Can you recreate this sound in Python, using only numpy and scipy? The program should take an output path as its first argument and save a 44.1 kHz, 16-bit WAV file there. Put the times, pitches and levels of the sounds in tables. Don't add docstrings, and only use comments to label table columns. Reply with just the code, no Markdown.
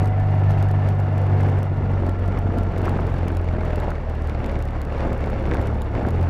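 import sys
import numpy as np
from scipy import signal
from scipy.io import wavfile

SR = 44100
rng = np.random.default_rng(int(sys.argv[2]) if len(sys.argv) > 2 else 0)


def elevation(decibels):
    levels = np.asarray(decibels, float)
    return 10 ** (levels / 20)


def pcm_store(signal):
    levels = np.round(np.clip(np.atleast_2d(signal), -1, 1) * 32767)
    wavfile.write(sys.argv[1], SR, levels.astype(np.int16).T)


N = 277389


def rms_one(x):
    return x / np.sqrt(np.mean(x ** 2) + 1e-20)


def in_time(rows):
    s, *columns = np.transpose(rows)
    return [np.interp(np.arange(N) / SR, s, c) for c in columns]


def drift(rate):
    r = np.exp(-40 * np.pi * rate / SR)
    white = rng.standard_normal(N // 20 + 4002)
    slow = signal.lfilter([1], [1, -2 * r, r * r], white)[4000:]
    return np.interp(np.arange(N) / 20, np.arange(len(slow)), rms_one(slow))


def resonate(x, hz, width):
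    r = np.exp(-np.pi * width / SR)
    feedback = [1, -2 * r * np.cos(2 * np.pi * hz / SR), r * r]
    return signal.lfilter(np.array([1, 0, -1]) * (1 - r * r) / 2, feedback, x + 1e-18)


def soften(x, hz):
    return signal.sosfilt(signal.butter(2, hz, fs=SR, output="sos"), x + 1e-18)


def swell(top_s, rise_s, fall_s, hold_s):
    corners = top_s + np.cumsum([-abs(rise_s), abs(rise_s), hold_s + 1e-6, abs(fall_s)])
    return np.interp(np.arange(N) / SR, corners, [0, 1, 1, 0])


# (time [s], peak [dB], length [ms])
STEP_RUNS = [(.0579, -36, .5), (.0741, -40, .8), (.5085, -35, .6), (.6266, -35, 1.1), (.7129, -40, .9),
             (.8887, -37, 1.2), (1.0007, -41, .9), (1.1806, -39, .8), (1.6303, -37, 1.1),
             (2.0937, -40, 1.6), (2.3883, -40, 1.6), (2.5847, -39, 1.7), (2.8553, -34, .6),
             (2.8937, -37, 1.2), (3.2824, -36, 1.6), (3.3696, -36, 1.6), (3.7586, -39, 2.0),
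             (3.801, -38, 1.1), (3.9045, -40, 1.0), (4.4616, -40, 1.6), (4.6247, -37, 1.2),
             (4.8166, -35, .8), (5.1308, -39, 1.1), (5.5438, -39, 2.5), (5.6147, -40, .7),
             (5.6253, -41, .7), (5.6713, -40, 1.9), (5.8193, -34, .8), (6.0868, -38, 1.2),
             (6.1067, -38, .9)]
# (time [s], peak [dB])
LONE_STEPS = [(.0457, -40), (.2001, -42), (.5181, -40), (.688, -40), (1.2171, -42), (1.408, -37),
              (1.4323, -38), (1.4984, -41), (1.5896, -41), (2.065, -40), (2.2798, -39), (2.6347, -39),
              (2.7777, -40), (2.7822, -35), (2.8179, -40), (3.0069, -42), (3.0695, -39), (3.1412, -42),
              (3.3191, -42), (3.653, -39), (4.0986, -40), (4.2222, -41), (4.274, -39), (4.2957, -38),
              (4.5171, -40), (4.6541, -39), (5.301, -40), (5.4638, -42), (6.2298, -40), (6.2129, -41)]
# (time [s], peak [dB])
FAINT_STEPS = [(0.0267, -46), (0.0327, -41), (0.0828, -45), (0.2306, -53), (0.2694, -48), (0.3097, -47),
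               (0.3519, -46), (0.396, -46), (0.4399, -44), (0.4996, -42), (0.5709, -53), (0.5864, -42),
               (0.5989, -52), (0.6433, -44), (0.8734, -46), (0.9035, -46), (0.9511, -47), (0.9887, -47),
               (1.0513, -53), (1.0898, -51), (1.1285, -49), (1.2269, -51), (1.2678, -44), (1.3103, -51),
               (1.3758, -52), (1.4551, -52), (1.472, -46), (1.4779, -51), (1.4852, -43), (1.5243, -53),
               (1.5726, -49), (1.6537, -46), (1.744, -50), (1.7728, -49), (1.8409, -51), (1.8765, -53),
               (1.9156, -45), (2.0237, -48), (2.0693, -52), (2.1161, -52), (2.1953, -44), (2.2592, -44),
               (2.3759, -52), (2.3965, -51), (2.4243, -53), (2.5343, -52), (2.577, -45), (2.5979, -49),
               (2.6264, -50), (2.64, -49), (2.7224, -48), (2.7885, -42), (2.8293, -50), (2.847, -42),
               (2.8834, -50), (2.9143, -46), (2.9762, -46), (2.99, -51), (3.1008, -43), (3.128, -46)]
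# (time [s], peak [dB])
LATE_STEPS = [(3.1559, -49), (3.1667, -51), (3.1837, -42), (3.2315, -51), (3.2936, -53), (3.3507, -42),
              (3.415, -45), (3.4454, -43), (3.4712, -53), (3.5073, -51), (3.5272, -51), (3.6271, -51),
              (3.7084, -46), (3.7401, -53), (3.8435, -49), (3.9168, -53), (4.153, -45), (4.2143, -53),
              (4.2438, -45), (4.3933, -50), (4.4177, -51), (4.446, -47), (4.4945, -51), (4.5375, -52),
              (4.5629, -53), (4.5906, -41), (4.6149, -50), (4.6775, -45), (4.7079, -45), (4.8512, -40),
              (4.9307, -47), (4.9836, -43), (5.0731, -46), (5.1053, -49), (5.1501, -47), (5.1786, -43),
              (5.2071, -44), (5.2433, -50), (5.2613, -42), (5.306, -45), (5.3973, -44), (5.4266, -45),
              (5.4929, -47), (5.5308, -51), (5.5494, -47), (5.6077, -49), (5.6602, -44), (5.7139, -49),
              (5.7458, -45), (5.7699, -52), (5.7772, -51), (5.8465, -47), (5.919, -51), (5.9488, -48),
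              (6.002, -47), (6.0307, -46), (6.0679, -42), (6.1604, -46), (6.2421, -48), (6.2823, -53)]


def gain_steps(fade, gain_db, faint_per_s, faint_db):
    present = rng.random(N) < faint_per_s / SR
    jumps = present * elevation(faint_db + 4.0 * rng.standard_normal(N)) * rng.choice([-1, 1], N)
    ticks = STEP_RUNS + [(s, db, 0) for s, db in LONE_STEPS + FAINT_STEPS + LATE_STEPS]
    chance = rng.random((len(ticks), 3, 9))
    for (s, peak_db, length_ms), (gaps, sizes, signs) in zip(ticks, chance):
        gaps_ms = .22 + .24 * gaps
        after_ms = np.cumsum(gaps_ms) - gaps_ms[0]
        used = after_ms <= length_ms + .1
        size = np.where(used.sum() > 1, .5 + .5 * sizes, 1)
        size = size * elevation(peak_db + gain_db) * np.sign(signs[0] - .5)
        at = np.round((s + after_ms[used] / 1000) * SR).astype(int)
        np.add.at(jumps, at, size[used])
    return signal.lfilter([1], [1, -min(fade, .98)], jumps)


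# (time of top [s], swell [dB], rise [s], fall [s], brightness [about -1 to 1])
GUSTS = [(0.0, 10.5, .05, 0.1, -0.32), (.61, 5, 0.64, .07, 0.3), (.88, 4.5, 0.33, 0.06, 0.31),
         (1.47, 7, 0.62, 0.27, -0.026), (1.8, 2, 0.11, 0.15, -1.2), (2.049, 6.5, 0.31, .12, -0.26),
         (2.241, 5, 0.087, 0.13, -0.22), (2.379, 6, 0.086, 0.025, -0.33), (2.571, 5.5, 0.25, .06, -0.38),
         (2.73, 5, 0.22, 0.27, -0.091), (2.872, 6, 0.05, 0.038, 0.29), (2.95, 6.5, 0.16, 0.43, -0.16),
         (3.28, 3.5, 0.23, 0.21, 0.12), (3.589, 2, 0.16, 0.11, -1), (3.682, 4, .3, 0.099, 0.38),
         (3.851, 7, 0.24, 0.13, 0.09), (4.3, 2.5, 0.46, 0.091, 0.59), (4.47, 6.5, 0.16, 0.21, 0.028),
         (4.78, 3.5, 0.12, .09, 0.41), (4.992, 7, 0.13, 0.29, 0.39), (5.119, 3.5, 0.12, 0.027, -1.1),
         (5.221, 5.5, 0.051, 0.89, 0.039), (5.527, 5.5, 0.1, 0.3, -0.23), (5.968, 6.5, 0.057, 0.14, -0.24),
         (6.121, 5, 0.24, 0.9, 0.027)]


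def gusts():
    shapes = [(db * swell(s, rise_s, fall_s, 0), bright) for s, db, rise_s, fall_s, bright in GUSTS]
    return [sum((1 + side * bright) * shape for shape, bright in shapes) for side in (-1, 0, 1)]


# (frequency [Hz], level [dB per Hz])
AIR = [(10, -6.5), (22, -2.5), (40, -2.5), (80, 3.5), (130, 0), (200, -2.5), (350, -5.5), (700, -8.5),
       (1100, -17.5), (1500, -19.5), (2400, -27.5), (3200, -37.5), (5000, -45), (8000, -58), (15500, -68)]


def wind(lump_db, flicker_db, own_db, level_db):
    edges = 8.82 * 2 ** np.arange(0, 10.9, 1 / 3)
    strengths = [c - c.mean() for c in gusts()]
    white = rng.standard_normal((2, N))
    lumps, flicker = drift(25), drift(130)
    air_hz, air_db = np.transpose(AIR)
    out = 0
    for k, (low, high) in enumerate(zip(edges, edges[1:])):
        octave = np.log2(np.sqrt(low * high))
        place = np.interp(octave, np.log2([280, 850, 2700]), [0, 1, 2])
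        gust = sum(max(0, 1 - abs(place - j)) * c for j, c in enumerate(strengths))
        reach = np.interp(octave, np.log2([100, 500, 2500, 9000]), [0.23, 0.51, 0.6, 0.68])
        sway_db = reach * (lump_db * lumps + flicker_db * flicker) + own_db * drift(38)
        band_filter = signal.butter(2, [low, high], "band", fs=SR, output="sos")
        band = signal.sosfilt(band_filter, white[k % 2])
        out = out + elevation(np.interp(octave, np.log2(air_hz), air_db) + gust + sway_db) * band
    return elevation(level_db) * rms_one(out)


# (frequency [Hz], width [Hz], level [dB])
FAIRING = [(640, 40, -49), (1280, 25, -61), (1360, 90, -59), (1760, 45, -61), (2030, 60, -63),
           (2790, 80, -70)]


def fairing(turns_hz, flutter_db, db_per_hz):
    white = rng.standard_normal(N)
    hums = 0
    for hz, width, db in FAIRING:
        hum = resonate(resonate(white, hz, width), hz, width)
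        hums = hums + elevation(db + flutter_db * drift(6.3)) * rms_one(hum)
    return elevation(db_per_hz * (turns_hz - 46)) * hums


# (time [s], peak [dB], frequency [Hz])
PUFFS = [(0.119, -20, 722), (0.74, -15, 775), (1.717, -15.5, 339), (2.087, -12, 297), (2.458, -14.5, 302),
         (2.827, -13, 290), (2.865, -14, 526), (2.988, -25, 567), (3.409, -16, 366), (3.583, -20.5, 629),
         (3.878, -15, 354), (4.948, -18, 617), (6.004, -28, 620)]
# (time [s], peak [dB], frequency [Hz])
RATTLES = [(2.249, -26, 1204), (2.8803, -15, 1239), (2.9886, -21.5, 1378), (3.9173, -20.5, 1416),
           (4.99, -30, 1546), (5.0653, -33, 1490), (5.243, -27.5, 1800), (5.5188, -16, 1678),
           (5.536, -32.5, 1936), (5.552, -19.5, 1563), (5.95, -25, 1335), (6.0503, -19.5, 1580)]


def slaps(table, cycles, gain_db):
    out = np.zeros(N)
    t = np.arange(600) / SR
    for k, (s, peak_db, hz) in enumerate(table):
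        i = round(s * SR)
        swing = np.sin(2 * np.pi * hz * t) * np.exp(-t * hz / cycles)
        out[i:i + len(t)] += (-1) ** k * elevation(peak_db + gain_db) * swing
    return out


# (time [s], depth [dB], width [ms])
EDDIES = [(0.015, -26, 0.61), (0.0404, -16, 0.83), (0.051, -25, 0.8), (0.428, -17, 1.8),
          (0.5672, -17.5, 0.71), (1.2935, -16, 1.3), (1.307, -16, 0.65), (1.317, -21, 1.1),
          (1.362, -22, 0.78), (1.4286, -17, 0.99), (1.4409, -24, 0.73), (1.4761, -12, 1.4),
          (1.4988, -19, 1.3), (1.5352, -18, 1.9), (1.7083, -18, 2.7), (1.833, -25, 0.52),
          (2.0232, -14.5, 2), (2.035, -17, 0.85), (2.0455, -15, 2.2), (2.1776, -20, 2.2),
          (2.2066, -20, 1.3), (2.4929, -11.5, 2.5), (2.5054, -17, 0.43), (2.5675, -23, 2.4),
          (2.6784, -17, 1.7), (2.7659, -14, 0.9), (2.7914, -14, 1.9), (2.8714, -14, 0.58),
          (2.9158, -16, 0.81), (2.9617, -14, 1.5), (2.9923, -10, 0.71), (3.0083, -26, 2),
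          (3.2319, -14, 0.86), (3.2596, -14, 1.6), (3.266, -19, 0.77), (3.3199, -15, 1.7),
          (3.6256, -17, 1.6), (3.7746, -14, 1.2), (3.8605, -23, 0.9), (3.882, -15, 0.74),
          (4.4744, -15, 1.0), (5.0906, -19, 2.7), (5.1123, -16, 1.2), (5.2991, -17, 0.37),
          (5.4815, -18, 0.72), (5.5249, -11, 1.3), (5.5376, -13, 1.3), (5.551, -20, 0.56),
          (5.7269, -18, 0.71), (5.9768, -22, 2.7), (6.007, -26, 1.9), (6.01, -19, 0.87), (6.0184, -17, 1.2),
          (6.0309, -11, 2.4), (6.0394, -18, 0.57), (6.0539, -14, 0.74), (6.0723, -9.5, 1.9),
          (6.103, -24, 1.3), (6.1212, -16, 2.1), (6.2064, -17, 0.88)]


def eddies(gain_db):
    out = np.zeros(N)
    for s, depth_db, width_ms in EDDIES:
        u = np.arange(-200, 201) / SR / (width_ms / 2000)
        i = round(s * SR)
        out[i - 200:i + 201] -= elevation(depth_db + gain_db) * (1 - u ** 2) * np.exp(-u ** 2 / 2)
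    return out


def lulls(depth, length_s):
    t = np.arange(N) / SR
    starts = [s for s, *_ in PUFFS + RATTLES + EDDIES]
    return np.min([1 - depth * ((t > s - length_s) & (t < s)) for s in starts], axis=0)


def tyres(turns, level_db, wobble_db, waver):
    thumps_per_turn = .47
    phase = 2 * np.pi * thumps_per_turn * turns + waver * drift(1.8)
    return np.sqrt(2) * elevation(level_db + wobble_db * drift(3)) * np.cos(phase)


# (time [s], length [s], frequency [Hz], level [dB])
BUZZES = [
    (.3, .55, 1752, -55),
    (2.1, .05, 1368, -47),
    (2.28, 0.43, 1372, -50),
]


def buzzes(width, fade_s):
    white = rng.standard_normal(N)
    out = 0
    for s, length_s, hz, db in BUZZES:
        hum = rms_one(resonate(resonate(white, hz, width), hz, width))
        out = out + elevation(db) * swell(s, fade_s, fade_s, length_s) * hum
    return out


# (time [s], peak [dB])
CLACKS = [(2.3226, -39.5), (2.3758, -36.5), (2.7626, -42), (2.8593, -37), (2.9565, -39), (3.0126, -47.5),
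          (3.2305, -41), (3.4873, -37), (3.6086, -39.5), (3.909, -43.5), (3.9539, -40), (4.2981, -38.5),
          (4.3483, -40), (4.4003, -44), (4.444, -34), (4.496, -35), (4.556, -38.5), (4.604, -40),
          (4.6868, -40.5), (4.9475, -40.5), (5.0062, -37), (5.0654, -44.5), (5.241, -34.5), (5.4081, -43),
          (5.455, -37.5), (5.5133, -34), (5.5374, -31.5), (5.57, -34.5), (5.9523, -35.5), (5.9935, -44.5)]
# (frequency [Hz], width [Hz], level [dB])
COVER = [(2150, 250, 2.5), (3510, 210, -15.5), (5500, 1500, -25.5)]


def drive_slack(gain_db):
    s, peak_db = np.transpose(CLACKS)
    hits = np.zeros(N)
    hits[np.round(s * SR).astype(int)] = elevation(peak_db + gain_db)
    return sum(elevation(db) * resonate(hits, hz, width) * SR / (2 * np.pi * width) for hz, width, db in COVER)


# (time [s], length [s], level [dB])
MESHING = [
    (-.1, 1.6, -41),
    (2.478, 0.13, -45),
    (3.515, 0.26, -39.5),
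    (4.59, .1, -44),
    (4.993, 0.59, -39.5),
]


def gear_whine(turns, gain_db, waver, overtone_db):
    idle_db, fade_s = -48, .1
    load_db = sum((db - idle_db) * swell(s, fade_s, fade_s, length_s) for s, length_s, db in MESHING)
    level_db = idle_db + load_db + gain_db
    phase = 2 * np.pi * 15 * turns + waver * drift(4.8)
    octave = elevation(overtone_db + 2.5 * drift(3)) * np.sin(2 * phase + .9 * drift(20))
    return np.sqrt(2) * (elevation(level_db + drift(8)) * np.sin(phase) + octave)


# (share of cycle [0-1], level [dB])
KNOCKS = [(0.081, -11), (0.26, -4), (0.573, -8.5), (0.981, -6.5)]
# (frequency [Hz], width [Hz], level [dB])
CASING = [(520, 310, -21), (768, 100, 12.5), (898, 140, 11.5), (1454, 33, 1), (1800, 89, -4.5),
          (2750, 200, -34)]


def valve_gear(turns, level_db, uneven_db, jitter_s):
    hits = np.zeros(N)
    for share, hit_db in KNOCKS:
        at = np.flatnonzero(np.diff(np.floor(turns / 2 - share)) > 0)
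        chance = rng.standard_normal((200, 2))[:len(at)]
        at = np.clip(at + (jitter_s * SR * chance[:, 0]).astype(int), 0, N - 1)
        hits[at] += elevation(hit_db + uneven_db * chance[:, 1])
    rings = sum((-1) ** k * elevation(db) * resonate(hits, hz, width) for k, (hz, width, db) in enumerate(CASING))
    return elevation(level_db) * rms_one(rings)


# (time [s], level [dB])
MISFIRES = [
    (.12, -3.5),
    (2.169, -5.5),
    (2.35, -3.5),
    (2.73, -9.5),
    (3.45, -2.5),
    (4.32, -4),
    (4.85, -5),
    (5.23, -3.5),
]


def misfires():
    return sum(db * swell(s, .04, .04, 0) for s, db in MISFIRES)


def exhaust(turns, level_db, throttle, opened, slowed_hz, wobble_db, waver):
    first_db = -29 - 12.5 * throttle ** 2
    third_db = level_db - 8 + 0.4854 * slowed_hz - 11.5 * (1 - opened)
    closed_lead = -.15 + .12 * np.maximum(slowed_hz - 4.5, 0)
    lead = opened * 1.35 + (1 - opened) * closed_lead
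    orders = [(first_db, lead), (level_db, 0), (third_db, .6 * lead + .7),
              (first_db - 14, lead), (third_db - 16, lead)]
    out = 0
    for k, (order_db, ahead) in enumerate(orders, start=1):
        phase = 2 * np.pi * k * turns + ahead + waver * drift(7)
        out = out + np.sqrt(2) * elevation(order_db + wobble_db * drift(23)) * np.cos(phase)
    return out


# (time [s], speed [turns per s])
SPEED = [(0.0, 49.45), (1.45, 48.39), (1.7, 47.98), (1.97, 46.82), (2.07, 44.15), (2.2, 46.92),
         (3.1, 44.33), (3.65, 41.26), (3.93, 38.99), (4.5, 36.93), (5.0, 35.88), (5.45, 35.35),
         (5.61, 34.16), (5.735, 37.62), (5.79, 34.74), (5.99, 33.32), (6.17, 43.81), (6.29, 43.26)]
# (time [s], exhaust level [dB], throttle [0-1])
THROTTLE = [(0, -19, 0.5), (.5, -17.5, 0.7), (.8, -17.5, 0.5), (1.05, -20.5, 1.0), (1.45, -17.5, 0.8),
            (1.68, -22.5, 0.93), (1.97, -21.5, 0.4), (2.1, -22, 0.18), (3.0, -25.5, 0.14), (3.6, -23, 0.09),
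            (3.95, -29, 0.1), (4.2, -25, 0.24), (4.9, -27, 0.32), (5.55, -26.5, 0.28), (5.72, -23, 0.6),
            (5.77, -27.5, 0.27), (5.97, -29.5, 0.8), (6.18, -19, 0.4)]


def scene():
    turns_hz, = in_time(SPEED)
    level_db, throttle = in_time(THROTTLE)
    level_db = level_db + misfires()
    opened = np.clip(throttle / .65, 0, 1)
    slowed_hz = turns_hz[0] - turns_hz
    turns = -.229 + np.cumsum(turns_hz) / SR

    engine = exhaust(turns, level_db, throttle, opened, slowed_hz, wobble_db=.9, waver=.1)
    engine += gear_whine(turns, gain_db=1, waver=.2, overtone_db=-61)
    knock_db = level_db - 27 + 3.5 * opened
    engine += soften(valve_gear(turns, knock_db, uneven_db=1.5, jitter_s=.00004), 2800)
    engine += soften(drive_slack(gain_db=6.5), 6200)
    air = wind(lump_db=0.2, flicker_db=2.2, own_db=1.35, level_db=-27.0)
    air += fairing(turns_hz, flutter_db=1.3, db_per_hz=2.2)
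    air *= soften(lulls(depth=.4, length_s=.005), 250)
    engine += tyres(turns, level_db=-39.5, wobble_db=1.5, waver=1.1)
    engine += buzzes(width=21, fade_s=.06)
    blows = slaps(PUFFS, cycles=0.74, gain_db=1.1) + slaps(RATTLES, cycles=1.4, gain_db=4.0)
    blows += eddies(gain_db=-3.0)

    near = engine + air
    lopsided = 0.97 * (1 - opened) * near ** 2
    steep = signal.sosfilt(signal.butter(2, 18, "high", fs=SR, output="sos"), lopsided)
    return (near + steep + soften(blows, 1900))[None]


def band_limit(x):
    return signal.sosfilt(signal.butter(12, 15800, fs=SR, output="sos"), x)


def record(dry):
    loud = 1.3 * np.tanh(dry / 1.3)
    dull = signal.sosfilt(signal.butter(8, 14200, fs=SR, output="sos"), loud)
    steps = gain_steps(fade=0.65, gain_db=10.5, faint_per_s=12, faint_db=-52)
    steps = signal.sosfilt(signal.butter(5, 14800, fs=SR, output="sos"), steps + 1e-18)
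    return band_limit(dull + steps)


dry = scene()
out = record(dry)
pcm_store(out)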